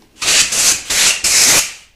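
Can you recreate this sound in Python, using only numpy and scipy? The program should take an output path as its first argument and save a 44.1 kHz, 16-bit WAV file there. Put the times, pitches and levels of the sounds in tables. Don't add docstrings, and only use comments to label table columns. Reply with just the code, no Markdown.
import sys
import numpy as np
from scipy import signal
from scipy.fft import rfft, irfft, next_fast_len
from scipy.io import wavfile
from scipy.ndimage import uniform_filter1d, map_coordinates

SR = 44100
rng = np.random.default_rng(int(sys.argv[2]) if len(sys.argv) > 2 else 0)


def bounce(signal):
    frames = np.transpose(np.atleast_2d(signal))
    limited = np.clip(frames, -1, 1)
    pcm = np.round(limited * 32767).astype(np.int16)
    wavfile.write(sys.argv[1], SR, pcm)


N = 85995
T = np.arange(N) / SR


def amp(db):
    return 10 ** (np.asarray(db) / 20)


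def unit(x):
    return x / np.sqrt(np.mean(x ** 2) + 1e-20)


def along(points, hz):
    freqs, values = np.transpose(points)
    return np.interp(np.log(hz + 1), np.log(freqs + 1), values)


def curve(points):
    return np.interp(T, *np.transpose(points))


def wobble(per_s):
    return map_coordinates(rng.standard_normal(1024), [T * per_s], mode="mirror")


def flutter(depth_db=1.57, per_s=27):
    return amp(depth_db * wobble(per_s))


def filtered(x, response):
    size = next_fast_len(N + SR // 2)
    return irfft(rfft(x, size) * response(np.fft.rfftfreq(size, 1 / SR)), size)[..., :N]


def noise(colour):
    return unit(filtered(rng.standard_normal(N), lambda hz: amp(along(colour, hz))))


def blown(hz, width_hz):
    a, b = filtered(rng.standard_normal((2, N)), lambda f: 1 / (1 + (f / (.78 * width_hz)) ** 2))
    phase = 2 * np.pi * np.cumsum(hz * np.ones(N)) / SR
    return unit(a * np.cos(phase) + b * np.sin(phase))


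def ringing(modes):
    return unit(sum(amp(db) * blown(hz, width) for hz, width, db in modes))


def gate(start, end, attack, release):
    return np.clip((T - start) / attack, 0, 1) * np.clip(1 - (T - end) / release, 0, 1)


def burst(start, db, t60):
    return (T >= start) * amp(db) * np.exp(-np.log(1000) * np.abs(T - start) / t60)


# (frequency [Hz], level [dB])
ROOM_TONE_EQ = [(20, 1.5), (55, -2), (90, -9), (350, -20), (650, -21), (1800, -35), (2600, -24),
                (3500, -25), (5500, -30), (8000, -40), (15000, -36)]
def room_tone():
    return amp(-54.5) * noise(ROOM_TONE_EQ)


# (time [s], level [dB])
SHUFFLE_ENV = [(0, -48.5), (.04, -50), (.09, -58), (.15, -51), (.2, -54)]
# (frequency [Hz], level [dB])
SHUFFLE_EQ = [(60, -12), (150, -13), (230, -1), (360, -3), (550, -20), (1800, -22), (2700, -19.5),
              (3600, -29), (5500, -25), (9000, -29), (14000, -35)]
def shuffle():
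    return (T < TRIGGER_PULLS[0][0]) * amp(curve(SHUFFLE_ENV)) * noise(SHUFFLE_EQ)


# (frequency [Hz], T60 [s])
REVERB_DECAY = [(100, 0.89), (600, 0.49), (1300, 0.5), (2600, 0.51), (4500, 0.43), (7500, 0.37),
                (10000, 0.29), (14000, 0.22)]
# (frequency [Hz], level [dB])
REVERB_EQ = [(60, -1), (300, -8.5), (700, -1.5), (1100, -5.5), (2000, -1.5), (2700, -2), (3600, -5),
             (7500, -4.5), (12000, -3.5)]
def echo(predelay_s=.006):
    hz, t, grains = signal.stft(rng.standard_normal(SR * 2 // 3), SR, nperseg=256)
    decay = np.exp(-np.log(1000) * t / along(REVERB_DECAY, hz)[:, None])
    energy = SR * t[-1] * np.mean(decay ** 2, axis=1, keepdims=True)
    decay *= amp(along(REVERB_EQ, hz))[:, None] / np.sqrt(energy)
    tail = signal.istft(grains * decay, SR, nperseg=256)[1]
    return np.pad(tail, (int(predelay_s * SR), 0))


def garage(x, crossfade_s=.1):
    hop, wet = int(crossfade_s * SR), np.zeros(N + 2 * SR)
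    x = np.pad(x, (hop, 2 * hop))
    for i in range(0, N + hop, hop):
        part = signal.fftconvolve(x[i:i + 2 * hop] * signal.windows.cosine(2 * hop), echo())
        wet[i:i + len(part)] += part
    return wet[hop:hop + N]


# (frequency [Hz], width [Hz], level [dB])
TICK_RING = [(902, 300, -0.5), (2700, 500, -17), (3900, 300, -8), (5470, 950, -2)]
def tick():
    return burst(start=.021, db=-39, t60=.025) * ringing(TICK_RING)


# (start [s], end [s], start level [dB], end level [dB])
LEAK_CUES = [(0.154, 0.208, -50.5, -38), (0.208, 0.212, -34, -30.5), (0.468, 0.518, -35, -26),
             (0.846, 0.892, -34, -30), (1.594, 1.849, -28, -51)]
# (frequency [Hz], level [dB])
LEAK_EQ = [(50, -13), (400, -12.5), (1500, -7), (2200, -8), (2750, 0.5), (3500, -4.5), (5000, -5.5),
           (7700, -5), (9500, -11.5), (15000, -27)]
def leaks(fade_s=.0093):
    envelope = sum(gate(start, end, fade_s, fade_s) * amp(curve([(start, from_db), (end, to_db)]))
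                   for start, end, from_db, to_db in LEAK_CUES)
    return envelope * noise(LEAK_EQ)


# (open [s], close [s], hollow [dB], rasp [dB], fizz [dB])
TRIGGER_PULLS = [(0.215, 0.417, -4, -3, -17), (0.517, 0.72, -9.5, -10, -13),
                 (0.896, 1.113, -6.5, -4, -13.5), (1.238, 1.594, -6, -24, -11)]
# (time [s], level [dB])
FORCE_ENV = [(.22, -22.5), (.25, -22.5), (.282, -13.5), (.335, -15), (.39, -15), (.416, -15.5), (.52, -18),
             (.58, -17.5), (.67, -12), (.718, -12), (.9, -17.5), (.98, -16), (1.08, -13), (1.113, -21),
             (1.24, -16.5), (1.34, -17.5), (1.39, -13.5), (1.435, -12), (1.455, -16.5), (1.505, -11),
             (1.535, -14), (1.565, -12), (1.594, -10)]
# (frequency [Hz], level [dB])
HISS_EQ = [(300, -30), (1500, -13), (3300, -19), (4700, -6), (5300, -5), (6200, -2), (7700, -3), (8400, -8),
           (10000, -12), (15000, -40)]
RASP_EQ = [(500, -26), (1400, -5), (2200, -2), (3000, -2), (3400, -0.5), (3900, 2.5), (4600, -1),
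           (6000, -18), (12000, -91)]
FIZZ_EQ = [(4000, -19), (8000, -5), (9500, -5), (11200, 3), (12200, -6.5), (13300, -3.5), (14200, -34),
           (15300, -23)]
OPEN_S, CLOSE_S = .0074, .0078
def jet():
    hollow_ring, steady = hollow(), steady_ring()
    hiss, rasp, fizz = [noise(colour) * flutter() for colour in (HISS_EQ, RASP_EQ, FIZZ_EQ)]
    force, low_end, edge_tones = amp(curve(FORCE_ENV)), roar(), whistles()
    air = np.zeros(N)
    for start, end, hollow_db, rasp_db, fizz_db in TRIGGER_PULLS:
        spray = hiss + amp(rasp_db) * rasp + amp(fizz_db) * fizz
        rings = steady + amp(hollow_db) * hollow_ring
        air += gate(start, end, OPEN_S, CLOSE_S) * (force * (spray + rings) + low_end + edge_tones)
    return air * flutter(depth_db=.5, per_s=55)


# (time [s], pitch [Hz])
AIM_PITCH = [(.22, 2560), (.42, 2622), (.52, 2626), (.72, 2633), (.9, 2260), (1.02, 2280), (1.075, 2537),
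             (1.11, 2893), (1.24, 2488), (1.32, 2390), (1.42, 2250), (1.505, 2091), (1.55, 2346),
             (1.594, 2724)]
# (pitch ratio [x], width [Hz], level [dB])
HOLLOW_RING = [(1, 590, -0.5), (1.78, 300, -4), (2.25, 280, -5.5), (2.8, 1600, -3.5)]
def hollow():
    pitch = curve(AIM_PITCH) * (1 + .02 * wobble(per_s=40))
    return ringing([(ratio * pitch, width, db) for ratio, width, db in HOLLOW_RING]) * flutter()


# (frequency [Hz], width [Hz], level [dB])
STEADY_RING_MODES = [(2620, 230, 0), (4620, 300, -4), (5900, 300, -6)]
# (time [s], level [dB])
STEADY_RING_ENV = [(.22, -13), (.4, -11.5), (.7, -15), (.9, -20), (1.5, -36), (1.58, -15.5)]
def steady_ring():
    return amp(curve(STEADY_RING_ENV)) * ringing(STEADY_RING_MODES)


# (time [s], level [dB])
ROAR_ENV = [(.22, -37), (.25, -28.5), (.31, -26), (.41, -29), (.52, -32), (.7, -27), (.9, -26), (.97, -29),
            (1.08, -28), (1.113, -32.5), (1.26, -28), (1.33, -36), (1.39, -28.5), (1.594, -39)]
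# (frequency [Hz], level [dB])
ROAR_EQ = [(20, 3.5), (40, -2), (90, -0.5), (180, 0.5), (300, 3.5), (700, 4), (1000, -4.5), (1600, -7.5),
           (3500, 1.5), (9000, -52.5)]
def roar():
    return amp(curve(ROAR_ENV)) * noise(ROAR_EQ) * flutter()


# (time [s], level [dB])
THUMP_CUES = [(0.217, -33.5), (0.418, -29), (0.721, -28.5), (.897, -34.5), (1.236, -29.5), (1.594, -36)]
# (frequency [Hz], level [dB])
THUMP_EQ = [(20, -18), (45, 1), (85, -6.5), (150, -10), (300, -4), (1000, -50)]
def thumps():
    envelope = sum(burst(start, db, t60=.16) for start, db in THUMP_CUES)
    return uniform_filter1d(envelope, size=400) * noise(THUMP_EQ)


# (time [s], level [dB])
SPIT_CUES = [(0.222, -17), (0.9, -27.5)]
# (frequency [Hz], width [Hz], level [dB])
SPIT_RING = [(1031, 55, -5.5), (1207, 58, -3), (2550, 150, -0.5)]
def spits():
    return sum(burst(start, db, t60=.087) for start, db in SPIT_CUES) * ringing(SPIT_RING)


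# (centre [s], half length [s], pitch [Hz], level [dB])
WHISTLE_CUES = [(1.108, 0.0038, 2880, -13), (1.245, 0.0085, 5220, -17.5), (1.32, 0.015, 5140, -24),
                (1.41, 0.047, 5390, -19), (1.492, 0.026, 6270, -14)]
def whistles():
    return sum(amp(db) * np.exp(-((T - centre) / half) ** 2 / 2) * blown(hz, width_hz=.076 * hz)
               for centre, half, hz, db in WHISTLE_CUES)


# (time [s], level [dB])
OVERLOAD_ENV = [(1.35, -52), (1.41, -25), (1.46, -25.5), (1.51, -18.5), (1.54, -17), (1.575, -14.5),
                (1.594, -19.5)]
# (frequency [Hz], level [dB])
OVERLOAD_EQ = [(20, 0), (70, 3), (150, 0.5), (400, 4), (1300, -1.5), (3600, 0), (6000, -11), (10500, -3.5),
               (14000, -15)]
def overload_noise():
    last_blast = gate(*TRIGGER_PULLS[-1][:2], OPEN_S, CLOSE_S)
    return last_blast * amp(curve(OVERLOAD_ENV)) * noise(OVERLOAD_EQ)


def scene():
    direct = jet() + leaks() + spits() + thumps() + tick() + shuffle()
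    mono = direct + garage(direct) + overload_noise() + room_tone()
    return np.array([mono, mono])


def record(dry):
    rounded = dry / (1 + np.abs(dry) ** 8) ** (1 / 8)
    return filtered(rounded, lambda hz: hz < 15430)


dry = scene()
out = record(dry)
bounce(out)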